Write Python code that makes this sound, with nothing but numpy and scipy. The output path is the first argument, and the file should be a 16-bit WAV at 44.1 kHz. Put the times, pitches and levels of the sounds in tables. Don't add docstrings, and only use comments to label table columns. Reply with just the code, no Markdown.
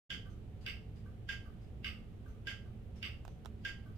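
import sys
import numpy as np
from scipy import signal
from scipy.fft import rfft, irfft, next_fast_len
from scipy.io import wavfile

SR = 44100
rng = np.random.default_rng(int(sys.argv[2]) if len(sys.argv) > 2 else 0)


def generate_wav(signal):
    frames = np.transpose(np.atleast_2d(signal))
    scaled = np.clip(frames, -1, 1) * 32767
    pcm = np.round(scaled).astype(np.int16)
    wavfile.write(sys.argv[1], SR, pcm)


N = 175077

# frequency_hz, density_db
ROOM_SPECTRUM = [(20, -10), (42, -5.5), (52, -5), (66, 0.5), (85, -4), (112, 0.5), (135, -13.5), (165, -9),
                 (270, -20.5), (400, -21), (600, -28.5), (1000, -39.5), (2000, -42), (3000, -42.5),
                 (5000, -54), (9000, -57.5), (15000, -60)]
# pitch_hz, width_hz, level_db
ROOM_HUMS = [(66.4, 5, -59), (220.7, 3.2, -63), (257.5, 11, -72.5), (435, 3.1, -77.5), (740, 1.8, -82)]
# frequency_hz, right_minus_left_db
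ROOM_BALANCE = [(200, 2.7), (900, 4.5), (3500, 1.5), (8000, -2.5)]
# start_s, level_db, ring_db, tilt_db_per_octave, accent_db
TICK_DROPS = [(.1025, 1.5, -9, 1, 7), (1.2890, -0.5, 2, 1, 0), (2.4705, 0, -1, 0.5, 1),
              (3.6495, -0.5, 1.5, 0.5, 0)]
TOCK_DROPS = [(.6630, 0.5, 0.5, -1.5, -2), (1.8445, 1, 0, -2, -0.5), (3.0275, 1, -4, -2.5, 0.5)]
# frequency_hz, density_db
TICK_CASE_SPECTRUM = [(500, -13), (1000, -21), (1400, -8), (1580, -2), (1760, -9.5), (2100, -1.5),
                      (2400, -9.5), (3080, 0), (3550, -10.5), (4100, -28), (4700, -9), (5600, -20),
                      (7000, -22.5), (9800, -40), (11500, -32), (15000, -47)]
TOCK_CASE_SPECTRUM = [(500, -28.5), (1000, -35), (1250, -13), (1580, -12.5), (1760, -10.5), (2200, 0),
                      (2380, -7), (2750, 5.5), (3250, -3.5), (3600, -8.5), (4150, -22), (4700, -5.5),
                      (5700, -17.5), (7500, -35.5), (8100, -15), (9600, -69), (11600, -19), (15000, -42.5)]
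# frequency_hz, density_db
CRACK_SPECTRUM = [(600, -26.5), (1550, -14.5), (1900, -8), (2800, 8.5), (3500, -2), (4100, -13), (4800, -4),
                  (6000, -22.5), (9500, -32), (11500, -24.5), (15000, -31)]
# delay_s, level_db
CRACK_ECHOES = [(0.0143, -10.5), (.0235, -7), (0.035, -11.5)]
# pitch_hz, t60_s, tick_db, tock_db
BRASS_MODES = [(1600.5, 0.31, 1.5, -11.5), (1537, 0.055, -14, -5.5), (1616, 0.17, 3, -8.5),
               (1718, 0.4, -19, -33), (1923, .32, -13.5, -29), (2030, 0.26, -17, -16),
               (2145, 0.41, -16, -15.5), (2260, 0.22, -28, -14), (2593, .27, -13.5, -8),
               (2644, 0.32, -12.5, -13), (2728, .28, -17, -10), (2801, 0.24, -14, -6.5),
               (2850, .27, -26, -31), (2935, 0.22, -35, -6), (3036, 0.35, -10, -12), (3100, 0.2, -29, -20),
               (3300, 0.18, -11, -20), (3557, 0.23, -11.5, -11), (4680, 0.41, -26, -23.5)]
# start_s, level_db
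WALL_CLOCK_BEATS = [(.255, 3.5), (.655, 0), (1.055, 1), (1.454, 3.5), (1.855, 10.5), (2.256, 4.5),
                    (2.655, -2.5), (3.055, 5.5), (3.857, 3.5)]
# pitch_hz, t60_s, level_db
WALL_CLOCK_MODES = [(1159, 0.18, -65.5), (1225, 0.069, -78), (1540, 0.19, -65), (1610, 0.097, -66)]
# frequency_hz, density_db
WALL_CLOCK_SPECTRUM = [(700, -18), (1050, -31.5), (1180, 7.5), (1360, -1), (1560, 3.5), (1750, -26),
                       (3000, -20), (6000, -30), (15000, -24)]
# start_s, level_db, pitch_hz
SMALL_CLOCK_BEATS = [(0.296, 2, 6200), (.608, 8, 4680), (.955, 4.5, 4850), (1.608, 1.5, 5000),
                     (2.278, 0.5, 6100), (2.955, 7.5, 5440), (3.285, 2.5, 6100), (3.609, -1, 4800),
                     (3.95, 1, 4900)]
# frequency_hz, density_db
SMALL_CLOCK_SPECTRUM = [(800, 4), (1700, 1), (3000, 2.5), (8000, -7.5), (15000, -21)]
# start_s, level_db, right_minus_left_db, tilt_db_per_octave
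NEAR_CLICKS = [(3.2512, -5.5, 7, 0), (3.2792, -1, 9.5, -2.5), (3.449, -9, 13, -2), (3.4582, 1.5, 10, -1)]
# frequency_hz, density_db
CLICK_SPECTRUM = [(100, -2), (400, -6), (700, 0), (1100, -2), (1500, -1.5), (2000, -18), (2800, -6.5),
                  (5000, -15.5), (7500, -17), (10000, -25), (15000, -24)]

CASE_DB, BRASS_DB, SLIDE_DB, TAIL_DB = -46, -39.5, -8.5, -23
ROOM_DB, WALL_DB, SMALL_DB, CLICK_DB = -48, -70, -76, -39.5
SLIDE_S, CRACK_S, RING_RISE_S, TREBLE_DECAY_S = 0.0072, 0.0028, 0.004, 0.41
CASE_HOLD_S, CASE_CORRELATION = 0.041, 0.017
VARIATION = 0.3


def undb(db):
    return 10 ** (np.asarray(db) / 20)


def fade(t, t60, hold_s=0):
    return np.exp(-np.log(1000) * np.maximum(t - hold_s, 0) / t60)


def rise(t, rise_s):
    return 1 - np.exp(-t / rise_s)


def pan(db):
    return undb(np.array([[-db], [db]]) / 2)


def noise_pair(size, correlation):
    mid, side = rng.standard_normal((2, size))
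    return np.sqrt((1 + correlation) / 2) * mid + np.sqrt((1 - correlation) / 2) * np.array([side, -side])


def curve(points, tilt_db=0):
    hz, db = np.array(points).T
    return lambda f: np.interp(np.log(f), np.log(hz), db + tilt_db * np.log2(hz / hz.mean()))


def peak(f, centre_hz, width_oct):
    return np.exp(-(np.log2(f / centre_hz) / width_oct) ** 2)


def colour(x, db_at):
    n = 2 * next_fast_len(x.shape[-1])
    gain = undb(db_at(np.maximum(np.fft.rfftfreq(n, 1 / SR), 1)))
    cepstrum = irfft(np.log(gain / np.sqrt(np.mean(gain ** 2))))
    cepstrum[1:n // 2] *= 2
    cepstrum[n // 2 + 1:] = 0
    return irfft(rfft(x, n) * np.exp(rfft(cepstrum)))[..., :x.shape[-1]]


def room_noise():
    f = np.fft.rfftfreq(N, 1 / SR)
    mid, side = rfft(rng.standard_normal((2, N)))
    coherence = 0.88 / (1 + (f / 690) ** 2)
    air = np.sqrt(1 + coherence) * mid + np.sqrt(1 - coherence) * np.array([side, -side])
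    out = undb(ROOM_DB) * colour(irfft(air, N) / np.sqrt(2), curve(ROOM_SPECTRUM))
    for hz, width_hz, db in ROOM_HUMS:
        hum = irfft(rfft(rng.standard_normal(N)) / (1 + (2 * (f - hz) / width_hz) ** 2), N)
        out += undb(db) * hum / hum.std()
    balance_db = curve(ROOM_BALANCE)(np.maximum(f, 1))
    return irfft(rfft(out) * undb(np.array([-balance_db, balance_db]) / 2), N)


def add(out, start_s, sound):
    i = max(int(start_s * SR), 0)
    out[:, i:i + sound.shape[1]] += sound[:, :max(N - i, 0)]


def tooth_slide(t):
    return undb(SLIDE_DB) * noise_pair(len(t), CASE_CORRELATION) * np.exp(-t[::-1] / SLIDE_S)


def case_reverberation(t, shared_noise, rise_s):
    envelope = rise(t, rise_s) * (fade(t, t60=0.27, hold_s=CASE_HOLD_S) + undb(TAIL_DB) * fade(t, t60=0.9))
    new_noise = noise_pair(len(t), CASE_CORRELATION)
    reflections = envelope * (np.sqrt(1 - VARIATION ** 2) * shared_noise + VARIATION * new_noise)
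    treble = signal.sosfilt(signal.butter(1, 7000, "high", fs=SR, output="sos"), reflections)
    return reflections - treble * rise(t, TREBLE_DECAY_S)


def tooth_crack(t, left_lag_s=0.00056):
    right = rng.standard_normal(len(t)) * np.exp(-t / CRACK_S)
    left = np.interp(t - left_lag_s, t, right, left=0)
    echoes = sum(undb(db) * (t >= lag) * np.exp(-np.abs(t - lag) / CRACK_S) for lag, db in CRACK_ECHOES)
    return np.array([left, right]) + echoes * noise_pair(len(t), 0)


def brass_ring(t, mode_db, phases, accent):
    ring = np.zeros((2, len(t)))
    for (hz, t60, _, _), db, phase in zip(BRASS_MODES, mode_db, phases):
        jitter_db, detune = rng.normal(0, (1, 0.0012))
        amplitude = undb(db + 2 * accent(hz) + jitter_db) * fade(t, t60)
        ring += amplitude * np.sin(2 * np.pi * hz * (1 + detune) * t + phase)
    return ring * rise(t, RING_RISE_S)


def pallet(drops, case_spectrum, mode_db, crack_db, rise_s):
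    out, t = np.zeros((2, N)), np.arange(SR * 3 // 5) / SR
    slide_t = t[:SR // 40]
    shared_noise = noise_pair(len(t), CASE_CORRELATION)
    phases = rng.uniform(0, 2 * np.pi, (len(BRASS_MODES), 1, 1))
    phases = phases + rng.normal(0, 0.6, (len(BRASS_MODES), 2, 1))
    for start_s, db, ring_db, tilt_db, accent_db in drops:
        accent = lambda f: accent_db * peak(f, centre_hz=3250, width_oct=0.16)
        reverberation = case_reverberation(t, shared_noise, rise_s)
        case = np.hstack([tooth_slide(slide_t), reverberation])
        case = colour(case, lambda f: curve(case_spectrum, tilt_db)(f) + accent(f))
        crack = colour(tooth_crack(t), lambda f: curve(CRACK_SPECTRUM)(f) + accent(f))
        add(out, start_s - slide_t[-1], undb(CASE_DB + db) * case)
        add(out, start_s, undb(crack_db + db) * crack)
        add(out, start_s, undb(BRASS_DB + db + ring_db) * brass_ring(t, mode_db, phases, accent))
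    return out


def longcase_clock():
    _, _, tick_db, tock_db = np.array(BRASS_MODES).T
    ticks = pallet(TICK_DROPS, TICK_CASE_SPECTRUM, tick_db, crack_db=-38.5, rise_s=0.0013)
    tocks = pallet(TOCK_DROPS, TOCK_CASE_SPECTRUM, tock_db, crack_db=-34.5, rise_s=0.0069)
    return (ticks + tocks) * pan(db=4)


def diffuse_beat(t, rise_s, hold_s, t60):
    return noise_pair(len(t), 0) * rise(t, rise_s) * fade(t, t60, hold_s)


def wall_clock():
    out, t = np.zeros((2, N)), np.arange(SR // 2) / SR
    for start_s, db in WALL_CLOCK_BEATS:
        for hz, t60, mode_db in WALL_CLOCK_MODES:
            phase = rng.uniform(0, 2 * np.pi) + rng.normal(0, 0.62, (2, 1))
            amplitude = undb(db + mode_db) * rise(t, RING_RISE_S) * fade(t, t60)
            add(out, start_s, amplitude * np.sin(2 * np.pi * hz * t + phase))
        beat = diffuse_beat(t, rise_s=0.002, hold_s=0.0096, t60=0.52)
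        add(out, start_s, undb(WALL_DB + db) * colour(beat, curve(WALL_CLOCK_SPECTRUM)))
    return out * pan(db=1)


def small_clock():
    out, t = np.zeros((2, N)), np.arange(SR // 2) / SR
    body_db = curve(SMALL_CLOCK_SPECTRUM)
    for start_s, db, hz in SMALL_CLOCK_BEATS:
        resonance_db = lambda f: 20 * np.log10(peak(f, hz, width_oct=0.065) + undb(body_db(f) - 5))
        beat = diffuse_beat(t, rise_s=0.0027, hold_s=0.034, t60=0.28)
        add(out, start_s, undb(SMALL_DB + db) * colour(beat, resonance_db))
    return out * pan(db=1)


def near_clicks(snap_s=0.0009, tail_s=0.014, tail_db=-17.5):
    out, t = np.zeros((2, N)), np.arange(SR // 10) / SR
    envelope = np.exp(-t / snap_s) + undb(tail_db) * np.exp(-t / tail_s)
    for start_s, db, pan_db, tilt_db in NEAR_CLICKS:
        snap = colour(envelope * noise_pair(len(t), correlation=0.72), curve(CLICK_SPECTRUM, tilt_db))
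        add(out, start_s, undb(CLICK_DB + db) * pan(pan_db) * snap)
    return out


def scene():
    return longcase_clock() + wall_clock() + small_clock() + near_clicks() + room_noise()


def record(dry, silence_s=0.094, fade_in_s=0.0072, cutoff_hz=15400):
    opening = np.clip((np.arange(N) / SR - silence_s) / fade_in_s, 0, 1)
    lowpass = signal.ellip(8, 0.2, 70, cutoff_hz, fs=SR, output="sos")
    return signal.sosfilt(lowpass, dry * opening)


dry = scene()
out = record(dry)
generate_wav(out)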